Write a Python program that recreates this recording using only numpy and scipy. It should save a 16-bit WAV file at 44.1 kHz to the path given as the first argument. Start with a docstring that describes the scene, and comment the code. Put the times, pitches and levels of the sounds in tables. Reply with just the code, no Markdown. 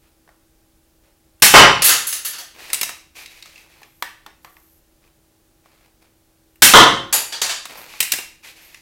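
"""Two sharp cracks ring out in a bare, echoing room, close to a small microphone that overloads: a lever-cocked
pistol crossbow is shot twice. Each bolt slams into a target board a moment later, rebounds and clatters on the floor.
After each shot the cocking lever clicks, slides and knocks over a faint hiss and hum.
Impacts are short noise forces, with room echoes, convolved with resonant bodies; rasps and rustles are shaken,
coloured noise; the board, the bolts' longest modes and the hum are sines."""
import sys
import numpy as np
from scipy import signal
from scipy.fft import rfft, irfft, next_fast_len
from scipy.io import wavfile
from scipy.ndimage import map_coordinates

SR = 44100
rng = np.random.default_rng(int(sys.argv[2]) if len(sys.argv) > 2 else 0)


def wav_record(signal):
    """Record a signal, one row per channel, as 16-bit PCM in the file named by sys.argv[1]."""
    frames = np.transpose(np.atleast_2d(signal))
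    bounded = np.clip(frames, -1, 1)
    # unit amplitude maps onto the largest positive 16-bit level
    quanta = np.round(bounded * 32767).astype(np.int16)
    wavfile.write(sys.argv[1], SR, quanta)


N = 388521
LIFE = 2 ** 15  # samples computed for each impact
AGE = np.arange(LIFE) / SR  # seconds since an impact
TIME = np.arange(N) / SR  # seconds since the start

# bolts striking the board: start_s, level_db (of thud and ring alike),
# ring_db (gain of the board's modes, added to level_db)
BOLT_STRIKES = [(1.539, 5, -9.5), (6.7363, 3, -8)]


def amp(db):
    """Decibels to gain: 20 dB is a factor of ten in amplitude."""
    return 10 ** (np.asarray(db) / 20)


def along(points, hz):
    """A spectrum as straight lines between (frequency_hz, value) points on a log-frequency axis."""
    f, v = np.transpose(points)
    return np.interp(np.log(hz + 1), np.log(f + 1), v)


def unit_energy(x):
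    """Normalisation: x scaled so that its squares sum to one."""
    return x / np.linalg.norm(x)


def add(track, s, sound):
    """Superposition: mix a sound into the track at s seconds."""
    part = track[round(s * SR):][:len(sound)]
    part += sound[:len(part)]


def filtered(x, gain):
    """Linear filtering: multiply the spectrum of x by a gain that depends on frequency."""
    m = next_fast_len(N + SR // 4)
    hz = np.fft.rfftfreq(m, 1 / SR)
    return irfft(rfft(x, m) * gain(hz), m)[..., :N]


def noise(spectrum):
    """Coloured noise: white noise shaped by a spectrum in dB, then scaled to an rms of one."""
    x = filtered(rng.standard_normal(N), lambda hz: amp(along(spectrum, hz)))
    return x / x.std()


def wobble(rate):
    """Slow random modulation: a smooth curve through `rate` random knots a second."""
    knots = rng.standard_normal(int(N * rate / SR) + 4)
    return map_coordinates(knots, [TIME * rate])


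def fade(t60, t=AGE):
    """Exponential decay: the amplitude falls to a thousandth after t60 seconds."""
    return np.exp(-np.log(1000) * t / np.maximum(t60, 1e-3))


def body(spectrum, peaks, shelves=((1000, 0),)):
    """Modal response: the causal impulse response of a broad colour, main resonances and many small modes."""
    hz = np.fft.rfftfreq(LIFE, 1 / SR)
    db = along(spectrum, hz) + along(shelves, hz)
    for centre, width, height in peaks:
        db = db + height / (1 + (2 * (hz - centre) / width) ** 2)
    # the small modes differ from one struck spot to the next
    db = db + 2.2 * map_coordinates(rng.standard_normal(200), [np.sqrt(hz) * 1.2])
    # minimum phase, by folding the cepstrum: the body rings only after it is struck
    cepstrum = irfft(np.log(amp(db)))
    cepstrum[1:LIFE // 2] *= 2
    cepstrum[LIFE // 2:] = 0
    return irfft(np.exp(rfft(cepstrum)))


def spot(spectrum, peaks, low_db, treble_db):
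    """Dependence on the point of impact: a body's response with more or less bass and treble."""
    return body(spectrum, peaks, [(1000, low_db), (2200, 0), (6000, 0.0051), (11000, treble_db)])


def blow(response, t60, rise, wet_db, build):
    """Excitation and reverberation: a brief rattling force and its echoes drive a body; energy one."""
    # reverberation time of the room: frequency_hz, t60_s
    room_t60 = [(60, 0.66), (150, 0.66), (400, 0.33), (1000, 0.42), (2500, 0.48), (5000, 0.43), (9000, .38),
                (15000, 0.3)]
    force = fade(t60) * (1 - np.exp(-AGE / rise))
    hz, t, z = signal.stft(rng.standard_normal(LIFE), SR, nperseg=128)
    # the room gathers the power of the contact, summed in frames of 64 samples
    padded_power = np.pad(force ** 2, (0, 64 * len(t) - LIFE))
    fed = padded_power.reshape(len(t), -1).sum(axis=1)
    # each band's echoes build up, then die at its own rate
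    held = (fade(along(room_t60, hz)[:, None], t) * (1 - np.exp(-t / build))) ** 2
    power = np.abs(signal.fftconvolve(held, fed[None], axes=1))[:, :len(t)]
    echoes = signal.istft(z * np.sqrt(power), SR, nperseg=128)[1][:LIFE]
    direct = unit_energy(force * rng.standard_normal(LIFE))
    heard = direct + amp(wet_db) * unit_energy(echoes)
    return unit_energy(signal.fftconvolve(heard, response)[:LIFE])


def string_snaps(crack_db, rattle_db):
    """Impulsive excitation: the string cracks against its stop, and the limbs and frame rattle on."""
    # string releases: start_s, level_db (of crack and rattle alike), rattle_t60_s
    shots = [(1.4206, -0.5, 0.36), (6.6201, 1.5, 0.26)]
    # broad colour of the snap: frequency_hz, level_db
    string_colour = [(15, -35), (40, -18), (130, -7), (350, -10), (850, -7.5), (1150, -7), (1800, -1.5),
                     (3500, -2), (7500, -1), (12000, -2), (16000, -9.5)]
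    # resonances of the limbs: centre_hz, width_hz, height_db
    limb_modes = [(850, 100, 7), (1850, 380, 3.5), (2650, 540, 3.5)]
    out = np.zeros(N)
    limbs = body(string_colour, limb_modes)
    for s, db, t60 in shots:
        crack = blow(limbs, t60=.05, rise=.012, wet_db=0.5, build=0.006)
        rattle = blow(limbs, t60, rise=.005, wet_db=3.5, build=0.0074)
        add(out, s, amp(db) * (amp(crack_db) * crack + amp(rattle_db) * rattle))
    return out


def bolt_strikes(thud_db):
    """Collision and modal ringing: a heavy thud with the shaft's whang, and the board's decaying sines."""
    # broad colour of the thud: frequency_hz, level_db
    thud_colour = [(15, -28.5), (35, -9), (65, -12.5), (130, -4), (220, -4.5), (400, 3.5), (800, 2.5),
                   (1150, 7), (1900, 0.5), (2700, -2.5), (3900, -8.5), (5500, -8), (7500, -18),
                   (16000, -31.5)]
    # each bolt's shaft as it hits head on, peaks and dead bands: centre_hz, width_hz, height_db
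    whangs = [
        [(1920, 230, 3.5), (2980, 350, 9.5), (3900, 500, 2), (5240, 1200, 4.5), (6540, 450, -6.5),
         (7500, 700, 5)],
        [(382, 100, 0.5), (1550, 300, -2), (2390, 400, -14), (3220, 660, 6.5), (3540, 580, 4), (3930, 250, 8),
         (5000, 2600, -4.5)],
    ]
    # modes of the target board: frequency_hz, level_db (added to ring_db), t60_s
    board_modes = [(133.2, -13, 0.59), (360, -3.5, 0.27), (544, -8, 0.61), (548, -9.5, 0.33),
                   (700, -3.5, 0.49), (1064, 4, 0.49), (1120, -3.5, 0.17), (1235, -5, .4),
                   (1405, -3.5, 0.25), (2120, -11.5, .35)]
    out = np.zeros(N)
    for (s, db, ring_db), whang in zip(BOLT_STRIKES, whangs):
        thud = blow(body(thud_colour, whang), t60=0.051, rise=0.00045, wet_db=9, build=0.012)
        ring = np.zeros(LIFE)
        for hz, level, t60 in board_modes:
            ring += amp(level) * fade(t60) * np.sin(2 * np.pi * (hz * AGE + rng.random()))
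        ring *= 1 - np.exp(-AGE / .005)  # the board takes a few milliseconds to swing up
        add(out, s, amp(db) * (amp(thud_db) * thud + amp(ring_db) * ring))
    return out


def bolt_bounces():
    """Repeated impact: each bolt rebounds and skitters over the floor, ringing with its own shaft."""
    # contacts of the loose bolt: start_s, energy_db, low_db, treble_db, rattle_t60_s, ring_hz
    bounces = [(1.8197, 19.5, -5.5, -0.5, 0.032, 2720), (1.841, 25, -16, 4.5, 0.15, 12000),
               (1.876, 22.5, -2.5, -4, 0.25, 6700), (2.068, 12.5, -13, 9, 0.053, 6550),
               (2.126, 11, -9, 3.5, 0.018, 6200), (2.2477, 10.5, -11, 1.5, 0.067, 11900),
               (2.331, -1, -5, -12, .035, 1550), (2.382, 0.5, -3.5, -6, 0.065, 13700),
               (7.1263, 19.5, -4.5, 0.5, 0.041, 6970), (7.1409, 14, 7, 3.5, 0.0017, 11700),
               (7.323, 7, -3.5, -15.5, 0.031, 4580), (7.416, 16, -4, -9, 0.02, 6130),
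               (7.492, 11, -5.5, -15, 0.055, 1280)]
    # broad colour of the clatter: frequency_hz, level_db
    clatter_colour = [(60, -19), (200, -15), (400, -3), (1000, 0), (1500, 0.5), (2200, -1.5), (3000, 0.5),
                      (7000, 0.5), (12000, -1), (16000, -4.5)]
    # each bolt's shaft ringing freely, peaks and dead bands: centre_hz, width_hz, height_db
    shaft_modes = [
        [(1315, 430, 4), (1810, 150, 5.5), (2300, 330, -3.5), (2800, 290, 3), (4500, 360, 3.5),
         (5400, 350, -1.5), (6350, 580, 1.5), (10550, 850, 6.5)],
        [(895, 260, 5), (1770, 260, 3), (2140, 260, -2), (3700, 130, 0.5), (4680, 110, 5), (5640, 390, -4),
         (6900, 490, 2), (8260, 300, 4), (9300, 520, 2.5), (10600, 490, 7.5), (11600, 330, 6.5)],
    ]
    # each bolt's longest-lived bending mode: frequency_hz, level_db (added to energy_db), t60_s
    bending_modes = [(6380, -55, .8), (4660, -50.5, .8)]
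    out = np.zeros(N)
    strike_times = np.array(BOLT_STRIKES)[:, 0]
    for s, db, low_db, treble_db, rattle_s, ring_hz in bounces:
        bolt = np.searchsorted(strike_times, s) - 1  # the bolt that struck last
        ring = (ring_hz, ring_hz / 10, 6.5)  # the resonance this contact brings out: Q 10, 6.5 dB high
        shaft = spot(clatter_colour, [*shaft_modes[bolt], ring], low_db, treble_db)
        add(out, s, amp(db) * blow(shaft, rattle_s, rise=.004, wet_db=4.5, build=0.0025))
        hz, bend_db, t60 = bending_modes[bolt]
        # the shaft tumbles as it rings, so the tone's phase wanders
        tumble = 1.3 * wobble(90)[:LIFE]
        add(out, s, amp(db + bend_db) * fade(t60) * np.sin(2 * np.pi * hz * AGE + tumble))
    return out


def lever_clicks():
    """Contact stiffness: harder-met steel rattles brighter and longer, and one resonance stands out less."""
    # latch and linkage clicks: start_s, energy_db, low_db, ring_hz
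    clicks = [(2.7008, -5.5, 1, 1850), (2.7309, 13, -4.5, 9500), (2.743, 7.5, -22, 8200),
              (2.812, 10, -3, 11800), (2.83, 10, -3, 5950), (2.892, -1.5, 6, 1190), (3.259, -9, -14, 3960),
              (3.4243, -10, -6, 4340), (3.457, -15, -1, 1260), (3.557, -18, -16, 2520),
              (3.578, -17, -6.5, 2500), (7.654, -3, 2, 1190), (8.0033, 16.5, -6.5, 2980),
              (8.027, 9, -6, 2650), (8.119, 15.5, -9.5, 5600), (8.136, 7, 1, 1700), (8.186, 1, 8, 2760),
              (8.7445, -12, -5, 1970)]
    # broad colour of the latch: frequency_hz, level_db
    latch_colour = [(60, -9.5), (250, -6.5), (600, -2.5), (950, 1), (1400, -1.5), (2100, 6.5), (3300, 0.5),
                    (6500, 1.5), (12000, 3.5), (16000, 0)]
    # resonances of the steel parts: centre_hz, width_hz, height_db
    steel_modes = [(2730, 160, 7.5), (3830, 130, 7), (5150, 260, 4), (8100, 370, 4), (11500, 400, 2)]
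    out = np.zeros(N)
    for s, db, low_db, ring_hz in clicks:
        ring = (ring_hz, ring_hz / 5.3, 8.5 - 0.22 * db)  # Q 5.3; lower for a harder click
        treble_db = -6.5 + 0.42 * db
        steel = spot(latch_colour, [*steel_modes, ring], low_db, treble_db)
        t60 = 0.022 * amp(0.18 * db)  # seconds; a power law of strength
        add(out, s, amp(db) * blow(steel, t60, rise=0.0013, wet_db=-4.5, build=0.00057))
    return out


def stock_knocks(tick_low_db, tick_treble_db, tick_hz):
    """Structure-borne sound: dull knocks and the trigger's thin tick excite the hollow stock."""
    # hands and lever knocking on the stock: start_s, energy_db, low_db, treble_db, ring_hz
    knocks = [(.276, -27, 16, -12, 2010), (.29, -23, 13, -8, 1410), (2.732, -7.5, 8, -12, 500),
              (3.817, -20, 17, 1, 430), (3.831, -16, -24, -14, 2400), (4.0238, 6.5, -0.5, -5.5, 1820),
              (4.2627, -10, 3.5, -11, 900), (4.4465, -11.5, 7, -7, 1150), (4.567, -21, 10, -15, 2300),
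              (5.658, -26.5, 12, -12, 600), (7.937, -13, 5, -17, 860)]
    # trigger ticks just before each release: start_s, energy_db
    triggers = [(1.399, -27), (6.557, -27)]
    # broad colour of the stock: frequency_hz, level_db
    stock_colour = [(60, -23.5), (480, -9), (750, -3), (1900, -2), (3500, -6.5), (7000, -13), (13000, -6),
                    (16000, -12)]
    # resonances of the hollow stock: centre_hz, width_hz, height_db
    hollow_modes = [(800, 210, 0), (1120, 66, 5), (1820, 280, 5)]
    out = np.zeros(N)
    ticks = [(s, db, tick_low_db, tick_treble_db, tick_hz) for s, db in triggers]
    for s, db, low_db, treble_db, ring_hz in knocks + ticks:
        ring = (ring_hz, ring_hz / 5, 5.5)  # the resonance this knock brings out: Q 5, 5.5 dB high
        stock = spot(stock_colour, [*hollow_modes, ring], low_db, treble_db)
        # the stock's loose parts rattle for a t60 of 16 ms
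        add(out, s, amp(db) * blow(stock, t60=.016, rise=0.00076, wet_db=-5.5, build=.0013))
    return out


def shaken_noise(bursts, texture, judder_db, grain_db):
    """Amplitude modulation: each burst of noise swells, holds and dies away under random fast and slow shaking."""
    attack_s, release_s = 0.025, 0.3  # time to full level; t60 after the burst's length is over
    envelope = np.zeros(N)
    for s, length, db in bursts:
        swell = np.minimum(AGE / attack_s, 1)
        release = fade(release_s, np.maximum(AGE - length, 0))
        add(envelope, s, amp(db) * swell * release)
    shaking = amp(judder_db * wobble(45) + grain_db * wobble(350))
    return envelope * shaking * texture


def rasp(rub_db, slide_db, scrape_db):
    """Superposed noise bands: a low rub, a ringing slide and a high scrape in chosen proportion."""
    # spectra of the three bands: frequency_hz, level_db
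    rub_colour = [(100, -19), (400, -6.5), (850, -4.5), (1400, -7), (2200, -11), (5000, -21)]
    slide_colour = [(900, -41), (1700, -7), (2150, -3), (2500, -0.5), (2800, -5.5), (3200, -8),
                    (4400, -7.5), (5500, -11.5), (16000, -40)]
    scrape_colour = [(2500, -33), (6000, 8), (9000, 5), (13000, 6.5), (16000, -5)]
    low = amp(rub_db) * noise(rub_colour)
    ringing = amp(slide_db) * noise(slide_colour)
    high = amp(scrape_db) * noise(scrape_colour)
    return low + ringing + high


def slides_and_rustles():
    """Modulated noise: the lever slides with a metallic rasp, dull rubs rustle, thin high hiss comes and goes."""
    # strokes of the cocking lever in its guides: start_s, length_s, level_db
    strokes = [(2.575, 0.21, -42.5), (3.145, 0.079, -40.5), (3.29, 0.11, -50.5), (3.44, .18, -51.5),
               (3.69, 0.12, -58.5), (7.87, 0.16, -43.5), (8.425, 0.065, -42), (8.55, 0.223, -51.5)]
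    # soft dull rubs and faint breath-like rustles: start_s, length_s, level_db
    rustles = [(.01, 0.066, -67), (1.02, 0.055, -65.5), (2.53, 0.24, -49.5), (3.62, 0.26, -60),
               (5.01, .06, -62), (5.63, 0.23, -63), (6.0, 0.053, -62), (7.68, .17, -42.5)]
    # faint bursts of high hiss: start_s, length_s, level_db
    hiss_bursts = [(3.85, 0.18, -63), (4.41, 0.35, -60.5), (7.76, .03, -42.5), (7.805, 0.022, -62),
                   (8.6, 0.081, -54)]
    # colour of the high hiss: frequency_hz, level_db
    high_hiss_colour = [(2000, -30), (6000, -10), (9000, -10), (13500, 3), (16000, -16)]
    lever_rasp = rasp(rub_db=-8, slide_db=-0.5, scrape_db=-6.5)
    lever = shaken_noise(strokes, lever_rasp, judder_db=-0.2, grain_db=1.0)
    dull_rasp = rasp(rub_db=-0.5, slide_db=-3, scrape_db=-16)
    dull = shaken_noise(rustles, dull_rasp, judder_db=0.0, grain_db=2.5)
    high_hiss = shaken_noise(hiss_bursts, noise(high_hiss_colour), judder_db=.8, grain_db=2.0)
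    return lever + dull + high_hiss


def background():
    """Stationary noise and tones: steady hiss and the slightly phase-wavering hum of an appliance."""
    # colour of the hiss: frequency_hz, level_db
    hiss_colour = [(12, -28.5), (20, -2.5), (77, -6), (98, -11.5), (150, -9), (193, -17), (262, -13),
                   (293, -23.5), (328, -10.5), (399, -17.5), (607, -19), (802, -24.5), (1570, -26),
                   (2020, -28), (16000, -29)]
    # tones of the hum: frequency_hz, rms_db
    hum_tones = [(323.0, -68), (576.0, -80), (812.9, -78.5)]
    hum = np.zeros(N)
    for hz, db in hum_tones:
        hum += amp(db) * np.sqrt(2) * np.sin(2 * np.pi * hz * TIME + 0.36 * wobble(5.9))
    return amp(-59.5) * noise(hiss_colour) + hum


def scene():
    """Direct-to-reverberant ratio: the far bolt is heard mostly as echo, the near mechanism is dry."""
    shots = string_snaps(crack_db=30, rattle_db=23.5) + bolt_strikes(thud_db=35) + bolt_bounces()
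    mechanism = lever_clicks() + stock_knocks(tick_low_db=-8.5, tick_treble_db=6, tick_hz=2700)
    return np.tile(shots + mechanism + slides_and_rustles() + background(), (2, 1))


def overload(x, top, hardness):
    """Saturation: the input stage flattens every peak beyond its range."""
    return x / (1 + np.abs(x / top) ** hardness) ** (1 / hardness)


def record(dry):
    """Mid-side stereo: the overloaded sound is centred, with only the treble spread a little to the sides."""
    # share of the scattered sound sent to the sides: frequency_hz, side_db
    side_width = [(2500, -59.5), (4000, -39.5), (8000, -20.5), (13000, -15.5)]
    top_hz = 16100  # steep upper limit of the band
    mid = overload(dry.mean(axis=0), top=.97, hardness=9)
    scatter = unit_energy(rng.standard_normal(LIFE) * AGE * fade(.012))
    scattered = signal.fftconvolve(mid, scatter)[:N]
    side = filtered(scattered, lambda hz: amp(along(side_width, hz)))
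    stereo = np.array([mid + side, mid - side])
    return filtered(stereo, lambda hz: 1 / (1 + (hz / top_hz) ** 120))


dry = scene()
out = record(dry)
wav_record(out)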